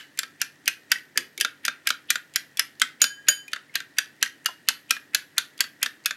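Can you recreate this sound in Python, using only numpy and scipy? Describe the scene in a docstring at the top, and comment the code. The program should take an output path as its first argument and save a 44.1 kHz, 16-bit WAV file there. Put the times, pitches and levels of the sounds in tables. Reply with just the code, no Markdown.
"""A knock dies away over faint hiss and hum; a fork goes on beating eggs in a ceramic bowl, about four strokes a second.
Each stroke swishes (gliding noise band) and knocks on the egg-damped wall (struck modes plus noise clatter).
Grazes and rebounds are lighter knocks; plops are rising sines, froth is ringing clicks, wash is grainy noise.
Twice the free rim is caught: it rings in undamped modes and the bowl rocks. A small hard room answers in noise echoes."""
import sys
import numpy as np
from scipy import signal
from scipy.fft import rfft, irfft
from scipy.io import wavfile
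from scipy.ndimage import uniform_filter1d, minimum_filter1d, map_coordinates

SR = 44100
rng = np.random.default_rng(int(sys.argv[2]) if len(sys.argv) > 2 else 0)


def materialize(psi):
    """Save the field psi as 16-bit PCM at rate SR to the path in sys.argv[1].

    A 1-D psi becomes a single channel; in a 2-D psi each row is a channel.
    """
    bounded = np.clip(np.atleast_2d(psi).T, -1, 1)
    quanta = np.round(bounded * 32767).astype(np.int16)
    wavfile.write(sys.argv[1], SR, quanta)


N = 271656
LEAD = SR // 10   # samples before time zero, so that a knock can already be dying away
SPAN = N + LEAD

# Levels are relative within each table unless noted.
# steady hiss spectrum: pitch_hz, density_db_per_hz
HISS = [(25, -28.5), (60, -23), (110, -7), (150, -2), (190, -4.5), (280, 1.5), (420, -5.5), (1150, -13.5),
        (1650, -4.5), (1880, 2), (2150, -11.5), (4500, -16.5), (7500, -20.5), (15000, -28.5)]
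# appliance hum: pitch_hz, rms_db
HUM = [(97, -80.5), (146, -75), (294, -73), (368, -86.5)]
# wall knocks, each after a swish: start_s, level_db, brightness_db_per_register, click_hz, swish_db
STROKES = [(-0.045, -24, -2, 2980, -33), (0.1897, -26.5, 0.7, 7420, -39.5), (0.4157, -25.5, 0, 5870, -35),
           (0.6782, -22, 0.65, 2530, -31), (0.9174, -19, -1.1, 4690, -33.5), (1.175, -22, 0.1, 4740, -38),
           (1.4102, -24, 1.1, 3070, -31), (1.6515, -30, 1.7, 5000, -37), (1.8719, -24, 0.2, 2240, -33),
           (2.104, -21, 1.5, 2390, -30.5), (2.3592, -24, 1, 6820, -38), (2.5943, -21.5, 0.5, 5160, -35),
           (2.8169, -20.5, -3.5, 3220, -37), (3.0171, -20.5, 2.3, 6320, -34),
           (3.285, -19.5, 0, 6810, -30.5), (3.5326, -31.5, -4.5, 4520, -48.5),
           (3.7551, -26.5, -0.7, 3970, -31.5), (3.9849, -22, -1, 4690, -36),
           (4.2272, -21.5, -0.8, 5880, -36), (4.4592, -24.5, -0.3, 2840, -46.5),
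           (4.6867, -20.5, 0.6, 4290, -35.5), (4.9079, -21, 0.1, 2445, -32.5),
           (5.1474, -21, 0.6, 4110, -35.5), (5.381, -22, 0.3, 3500, -35), (5.606, -22, 0.6, 4470, -34),
           (5.829, -24, 1.6, 3220, -30), (6.0588, -24, 1, 2550, -43)]
# registers of a knock: low_hz, high_hz, clatter_t60_s, clatter_db (against the bowl's modes)
REGISTERS = [(1358, 1895, 0.013, 4), (1790, 3990, 0.025, 11.5), (4290, 7200, 0.019, 6.5),
             (8060, 13200, 0.017, 14)]
# egg-damped wall modes, balanced within a register: pitch_hz, level_db, t60_s
WALL = [(1309, -2, 0.05), (1595, 8.5, 0.062), (1865, -8.5, 0.037), (2135, -3, 0.0073), (2640, -4.5, 0.044),
        (2740, -9, 0.014), (3368, 5.5, 0.03), (3690, -5.5, 0.03), (4040, 15.5, 0.0074), (4830, 14.5, 0.021),
        (5760, -37, 0.018), (6530, -2, .02), (6880, 8.5, 0.0063), (9000, 19, 0.047), (10240, 16.5, 0.056),
        (13120, -31.5, 0.027)]
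# low thud of the bowl's own body modes: pitch_hz, level_db, t60_s
THUD = [(250, -23, 0.065), (480, -28, 0.068), (596.4, -21, 0.044)]
# room reverberation: pitch_hz, level_db, t60_s
KITCHEN = [(150, -8, 0.33), (594, -11, 0.067), (1530, -10, 0.26), (2870, -11.5, 0.23), (5540, -16.5, 0.2),
           (9000, -14, 0.081), (15000, -23.5, 0.54)]
# tine tips grazing the wall: start_s, level_db, click_hz
GRAZES = [(0.1748, -46, 2290), (0.6577, -44.5, 4650), (1.3775, -38, 3690), (1.401, -34.5, 2820),
          (1.6623, -35.5, 2400), (1.8894, -31.5, 2030), (2.3381, -52, 7200), (2.5718, -36, 3400),
          (2.7982, -39, 6570), (3.4803, -49.5, 2410), (5.578, -51, 4800)]
# rebounds of the fork, mostly dull and hollow, with one harder and brighter off the rim:
# start_s, level_db, brightness_db_per_register
REBOUNDS = [(0.2324, -37, -4), (1.4482, -26, -5), (1.6809, -27, -6), (1.9042, -25, -4.5),
            (2.1565, -30.5, -5.5), (3.0412, -22.5, -1.5), (3.562, -45, -9.5), (3.8033, -40, -5.5),
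            (4.26, -43, -2), (4.9664, -47, -10.5), (5.6414, -45.5, -7.5), (5.8609, -30, -4.5),
            (6.1086, -32.5, -5)]
# colour of a full knock, a graze, a rebound: level_db in each register, low to high
KNOCK_COLOUR_DB = [-1, -1, -0.5, -3.5]
GRAZE_COLOUR_DB = [-16.5, -1.5, -1, -3]
REBOUND_COLOUR_DB = [-1.5, -2.5, 1, -5]
# air pockets closing in the egg: start_s, pitch_hz, level_db
PLOPS = [(.958, 1900, -21), (1.158, 1725, -28), (1.159, 419, -43), (1.177, 250, -48), (1.189, 337, -44.5),
         (1.378, 2240, -29.5), (1.383, 361, -45), (3.48, 2420, -29), (3.695, 2080, -42), (4.262, 1875, -22),
         (4.487, 1013, -26.5), (4.492, 722, -38), (4.704, 890, -33)]
# decay of a pocket; the big deep ones ring longest: pitch_hz, t60_s
PLOP_RING = [(400, 0.31), (750, 0.023), (2200, 0.042)]
# blows on the free rim: start_s, level_db, longest_t60_s (fork contact), favoured_hz (spot struck)
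RIM_BLOWS = [(3.0178, 2.5, 1.1, 4795), (3.2877, 3.5, 0.355, 3040)]
# free rim modes, close pairs beat: pitch_hz, level_db, t60_s
RIM = [(1634, -37, .7), (1648, -35, .75), (3052, -30, .38), (3063, -34, .3), (3905, -40, .19),
       (4787, -32, .28), (4803, -35, .2), (6768, -30, .3), (6810, -6, .045), (6845, -29, .22),
       (9118, -30, .2), (11590, -37, .2), (12885, -37, .13), (14265, -39, .18), (14370, -31, .09)]

REGISTER_LOG_HZ = np.log([np.sqrt(low * high) for low, high, *_ in REGISTERS])
CLICK_LIFT_DB = 2   # the register that holds the click pitch stands out
REBOUND_CLICK_HZ = 3630   # shared by all rebounds
HOLLOW_HZ, HOLLOW_AT_DB = 1667, -27   # a full knock's hollow note at this lowest-register level
HOLLOW_OCTAVES_PER_DB, HOLLOW_MAX_HZ = -0.014, 1850


def from_db(db):
    """Decibels to amplitude."""
    return 10 ** (np.asarray(db) / 20)


def rms_one(x):
    """Scales to rms 1."""
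    return x / np.sqrt(np.mean(x ** 2) + 1e-20)


def unit_knock(x):
    """Scales each row to the energy of 12 ms at rms 1."""
    energy = np.sum(x ** 2, -1, keepdims=True)
    return x / np.sqrt(energy / (.012 * SR) + 1e-20)


def band(x, low_hz, high_hz, order=2):
    """Butterworth band-pass."""
    edges_hz = [low_hz, min(high_hz, SR / 2 - 1000)]
    return signal.sosfilt(signal.butter(order, edges_hz, "band", fs=SR, output="sos"), x)


def high_pass(x, cutoff_hz):
    """Second-order Butterworth high-pass."""
    return signal.sosfilt(signal.butter(2, cutoff_hz, "high", fs=SR, output="sos"), x)


def dying(t, t60):
    """Exponential decay, 60 dB in t60 seconds."""
    return from_db(-60 * t / t60)


def resonate(x, hz, t60):
    """A mode that a unit click sets ringing at height 1."""
    radius = dying(1 / SR, t60)
    angle = 2 * np.pi * hz / SR
    return signal.lfilter([.5, 0, -.5], [1, -2 * radius * np.cos(angle), radius ** 2], x + 1e-18)


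def at_hz(rows, hz, axis=1):
    """Reads a column of a spectrum table on a log-frequency axis."""
    rows = np.array(rows)
    return np.interp(np.log(hz), np.log(rows[:, 0]), rows[:, axis])


def place(times, sounds):
    """Lays one short sound at each time."""
    out = np.zeros(SPAN + SR)
    for start_s, sound in zip(times, sounds):
        i = max(LEAD + round(start_s * SR), 0)
        out[i:i + len(sound)] += sound
    return out[:SPAN]


def background(level_db=-57.5):
    """Shaped noise hiss with humps near 280 Hz and 1.9 kHz, and a low hum of steady sines."""
    bins_hz = np.maximum(np.fft.rfftfreq(N, 1 / SR), 1)
    spectrum = rfft(rng.standard_normal(N)) * from_db(at_hz(HISS, bins_hz))
    hiss = rms_one(irfft(spectrum, N))
    t = np.arange(N) / SR
    hum = sum(from_db(db) * np.sqrt(2) * np.sin(2 * np.pi * (hz * t + rng.random())) for hz, db in HUM)
    return from_db(level_db) * hiss + hum


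def nearest_register(hz):
    """Index of the register whose centre is nearest in log frequency."""
    return np.argmin(abs(REGISTER_LOG_HZ - np.asarray(np.log(hz))[..., None]), axis=-1)


def register_levels(db, brightness_db, click_hz, colour_db):
    """dB per register: strength, colour, a tilt for hardness and a lift around the click pitch."""
    steps = np.arange(len(REGISTERS))
    tilt_db = np.outer(brightness_db, steps - steps.mean())
    holds_click = nearest_register(click_hz)[:, None] == steps
    return db[:, None] + np.array(colour_db) + tilt_db + CLICK_LIFT_DB * holds_click


def hollow_pitch(levels_db, hz):
    """The bowl's hollow note sinks as the knock gets firmer."""
    octaves = HOLLOW_OCTAVES_PER_DB * (levels_db[:, 0] - HOLLOW_AT_DB)
    return np.minimum(hz * 2 ** octaves, HOLLOW_MAX_HZ)


def wall_modes(force, detune):
    """The struck wall rings in short modes, grouped by register."""
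    count = len(force)
    pitch = 1 + detune * rng.standard_normal(count)   # the sloshing egg loads the wall differently each time
    walls = np.zeros((len(REGISTERS), *force.shape))
    for m, (hz, db, t60) in enumerate(WALL):
        strength = from_db(db + rng.normal(0, 1.2, (count, 1))) * (-1) ** m
        ringing = np.array([resonate(f, hz * p, t60) for f, p in zip(force, pitch)])
        walls[nearest_register(hz)] += strength * ringing
    return walls


def knocks(times, levels_db, hollow_hz, click_hz, chatter_db=-22, chatter_t60=0.012, second_db=-7, second_hz=3500,
           detune=0.015, skirt_hz=1220, spot_db=-1, spot_t60=0.024, thud_low_hz=190, thud_db=-2.0):
    """Steel meets ceramic: a click, a brief chatter of the tines, then a duller second contact a few ms later."""
    count, t = len(times), np.arange(SR // 10) / SR
    force = from_db(chatter_db) * rng.standard_normal((count, len(t))) * dying(t, chatter_t60)
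    force[:, 0] += 1
    lags = (rng.uniform(0.0032, .0055, count) * SR).astype(int)
    walls = wall_modes(force, detune)
    out = 0
    for k, (low, high, t60, clatter_db) in enumerate(REGISTERS):
        clatter = band(rng.standard_normal((count, len(t))) * dying(t, t60), low, high, order=3)
        first = unit_knock(walls[k]) + from_db(clatter_db) * unit_knock(clatter)
        for spot_hz in (hollow_hz, click_hz):   # the spot struck favours one hollow and one bright resonance
            voice = np.array([resonate(f, hz, spot_t60) for f, hz in zip(force, spot_hz)])
            inside = nearest_register(spot_hz) == k
            first = unit_knock(first) + from_db(spot_db) * inside[:, None] * unit_knock(voice)
        second_gain = from_db(second_db) / np.sqrt(1 + (low / second_hz) ** 4)
        second = np.array([np.pad(row, (lag, 0))[:len(t)] for row, lag in zip(first, lags)])
        out = out + from_db(levels_db[:, [k]]) * unit_knock(first + second_gain * second)
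    out = high_pass(out, skirt_hz)   # so small a bowl radiates little below its wall modes
    thud = sum(from_db(levels_db[:, :1] + db + thud_db) * resonate(force, hz, t60) for hz, db, t60 in THUD)
    return place(times, out + high_pass(thud, thud_low_hz))


def strokes(gain_db=0.5):
    """The main knock of each turn of the wrist."""
    times, db, brightness_db, click_hz, _ = np.transpose(STROKES)
    levels_db = register_levels(db + gain_db, brightness_db, click_hz, KNOCK_COLOUR_DB)
    return knocks(times, levels_db, hollow_pitch(levels_db, HOLLOW_HZ), click_hz)


def wash(share_db=-15, t60=0.23, build_s=0.018, low_hz=1400, high_hz=6000, grain_db=4):
    """Egg flung by each stroke falls back in a short grainy wash, louder after a harder stroke."""
    rows, t = np.array(STROKES), np.arange(SR // 4) / SR
    lumps = rms_one(uniform_filter1d(rng.standard_normal((len(rows), len(t))), size=120, axis=1))
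    grains = rng.standard_normal(lumps.shape) * from_db(grain_db * lumps)
    spray = rms_one(band(grains, low_hz, high_hz))
    envelope = dying(t, t60) * (1 - np.exp(-t / build_s))
    effort_db = rows[:, [1]]
    return place(rows[:, 0], from_db(effort_db + share_db) * spray * envelope)


def froth(level_db=-63, idle_per_s=150, idle_db=-15, stroke_per_s=700):
    """Tiny bubbles and strands of egg snap, densest and loudest as the fork dives in before a knock."""
    times = np.array(STROKES)[:, 0]
    diving = place(times - .024, [np.hanning(SR // 40)] * len(times))
    born = rng.random(SPAN) < (idle_per_s + stroke_per_s * diving) / SR
    snaps = born * from_db(2 * rng.exponential(1, SPAN) + idle_db * (1 - diving))
    pitches_hz = np.geomspace(1800, 11000, 12)
    dealt = rng.integers(0, 12, SPAN)   # pitch index of each snap
    ringing = sum(resonate(snaps * (dealt == k), hz, 14 / hz) for k, hz in enumerate(pitches_hz))
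    return from_db(level_db) * rms_one(ringing)


def reflections(count, build_s=0.0068):
    """Dense echoes from counter and walls, one pattern per row; each half-octave has its own decay."""
    t, response = np.arange(SR // 3) / SR, 0
    edges_hz = 100 * 2 ** np.arange(0, 8, .5)
    white = rng.standard_normal((2, count, len(t)))
    for k, (low, high) in enumerate(zip(edges_hz, edges_hz[1:])):
        hz = np.sqrt(low * high)
        envelope = dying(t, at_hz(KITCHEN, hz, axis=2)) * (1 - np.exp(-(t / build_s) ** 2))
        gain = from_db(at_hz(KITCHEN, hz)) / np.linalg.norm(envelope)
        response = response + band(white[k % 2], low, high) * gain * envelope
    return response


def kitchen(x):
    """Hand and fork move about, so every stroke meets the room with a new pattern of echoes."""
    cuts = LEAD + (np.array(STROKES)[1:, 0] * SR).astype(int) - SR // 16
    pieces = np.split(x, cuts)
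    wet = [signal.fftconvolve(piece, echoes) for piece, echoes in zip(pieces, reflections(len(pieces)))]
    return place((np.r_[0, cuts] - LEAD) / SR, wet)


def swishes(gain_db=5, rise_s=0.0053, fall_s=0.015, start_hz=2100, end_hz=2800, width_hz=450):
    """The fork drags an air pocket through the egg; it shrinks, rising in pitch and level up to the knock."""
    times, *_, swish_db = np.transpose(STROKES)
    t = np.arange(-SR // 25, SR // 50) / SR   # zero at the knock
    white = rng.standard_normal((len(times), len(t), 2)) @ [1, 1j]
    flutter = signal.sosfilt(signal.butter(2, width_hz, fs=SR, output="sos"), white)
    spread = from_db(rng.normal(0, 1.0, (len(times), 1)))   # pitch factor of each swish
    hz = np.interp(t, [-.02, 0], [start_hz, end_hz]) * spread
    carrier = np.exp(2j * np.pi * np.cumsum(hz, 1) / SR)
    pocket = rms_one((flutter * carrier).real)
    envelope = np.exp(np.minimum(t / rise_s, -t / fall_s))
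    return place(times + t[0], from_db(gain_db + swish_db[:, None]) * pocket * envelope)


def grazes(gain_db=-1, hollow_hz=1850):
    """Tine tips give light, thin ticks that barely wake the bowl."""
    times, db, click_hz = np.transpose(GRAZES)
    levels_db = register_levels(db + gain_db, np.zeros(len(times)), click_hz, GRAZE_COLOUR_DB)
    return knocks(times, levels_db, np.full(len(times), hollow_hz), click_hz,
                  chatter_db=-35.0, chatter_t60=0.004, second_db=-8.0)


def rebounds(gain_db=-1, hollow_hz=1470):
    """Rebounds of the fork hardly chatter: mostly dull and hollow, one harder and brighter off the rim."""
    times, db, brightness_db = np.transpose(REBOUNDS)
    click_hz = np.full(len(times), REBOUND_CLICK_HZ)
    levels_db = register_levels(db + gain_db, brightness_db, click_hz, REBOUND_COLOUR_DB)
    return knocks(times, levels_db, hollow_pitch(levels_db, hollow_hz), click_hz, chatter_db=-36.5,
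                  chatter_t60=0.0044, second_db=-10.0, spot_db=-1, spot_t60=.02, thud_db=2.5)


def plops(glide_per_s=0.98, rough_rad=0.4, gulp_rough_rad=0.76, attack_s=0.00064):
    """Thick liquid damps a bubble quickly; its pitch rises a little, and big pockets wobble more."""
    times, hz, db = np.transpose(PLOPS)
    t, t60 = np.arange(SR // 6) / SR, at_hz(PLOP_RING, hz)
    wobble = rms_one(uniform_filter1d(rng.standard_normal((len(times), len(t))), size=220, axis=1))
    depth = np.interp(hz, [400, 1500], [gulp_rough_rad, rough_rad])[:, None]
    phase = 2 * np.pi * hz[:, None] * t * (1 + glide_per_s * t)
    tone = np.sin(phase + depth * wobble)
    envelope = dying(t, t60[:, None]) * (1 - np.exp(-t / attack_s))
    return place(times, from_db(db)[:, None] * tone * envelope)


def rim(waver=0.0025, slosh_hz=9, spot_db=1.5, spot_width_hz=500):
    """Above the egg the bowl is undamped and rings like a bell; the sloshing egg makes its pitch waver."""
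    out = 0
    for start_s, db, longest_s, spot_hz in RIM_BLOWS:
        click = np.r_[from_db(db), np.zeros(SR - 1)]
        ring = 0
        for m, (hz, mode_db, t60) in enumerate(RIM):
            favour_db = spot_db * np.exp(-((hz - spot_hz) / spot_width_hz) ** 2)
            strength = (-1) ** m * from_db(mode_db + favour_db)
            ring = ring + strength * resonate(click, hz, min(t60, longest_s))
        speed = 1 + waver * np.sin(2 * np.pi * (slosh_hz * np.arange(SR) / SR + rng.random()))
        read_at = np.cumsum(speed) - speed[0]
        out = out + place([start_s], [map_coordinates(ring, [read_at], order=5)])
    return out


def rocking(thud_db=-45.0, ring_s=0.1, low_hz=230, high_hz=680):
    """A blow on the rim rocks the bowl on its foot: a soft, low rattle against the board."""
    times, db, *_ = np.transpose(RIM_BLOWS)
    t = np.arange(SR // 6) / SR
    rattle = band(rng.standard_normal((len(times), len(t))) * dying(t, ring_s), low_hz, high_hz, order=3)
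    foot_hz, _, foot_t60 = THUD[-1]
    foot = resonate(rattle, foot_hz, foot_t60)
    return place(times, from_db(db[:, None] + thud_db) * unit_knock(unit_knock(rattle) + unit_knock(foot)))


def scene(rim_room_db=-4):
    """Bowl and egg sound in the kitchen, over its steady background."""
    bowl = strokes() + rebounds() + grazes() + rocking()
    egg = swishes() + plops() + froth() + wash()
    ringing = rim()
    ringing_room = from_db(rim_room_db) * signal.fftconvolve(ringing, reflections(count=1)[0])[:SPAN]
    sound = bowl + egg + kitchen(bowl + egg) + ringing + ringing_room
    return (sound[LEAD:] + background())[None]


def record(dry, ceiling=.97, window=45, bass_hz=50, top_hz=16000):
    """A fast limiter (window in samples) holds the loudest peaks; the deep bass and the top are cut."""
    allowed = np.minimum(1, ceiling / (abs(dry) + 1e-9))
    gain = uniform_filter1d(minimum_filter1d(allowed, size=window), size=window)
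    thin = high_pass(dry * gain, bass_hz)
    return signal.sosfilt(signal.ellip(10, .1, 95, top_hz, fs=SR, output="sos"), thin)


dry = scene()
out = record(dry)
materialize(out)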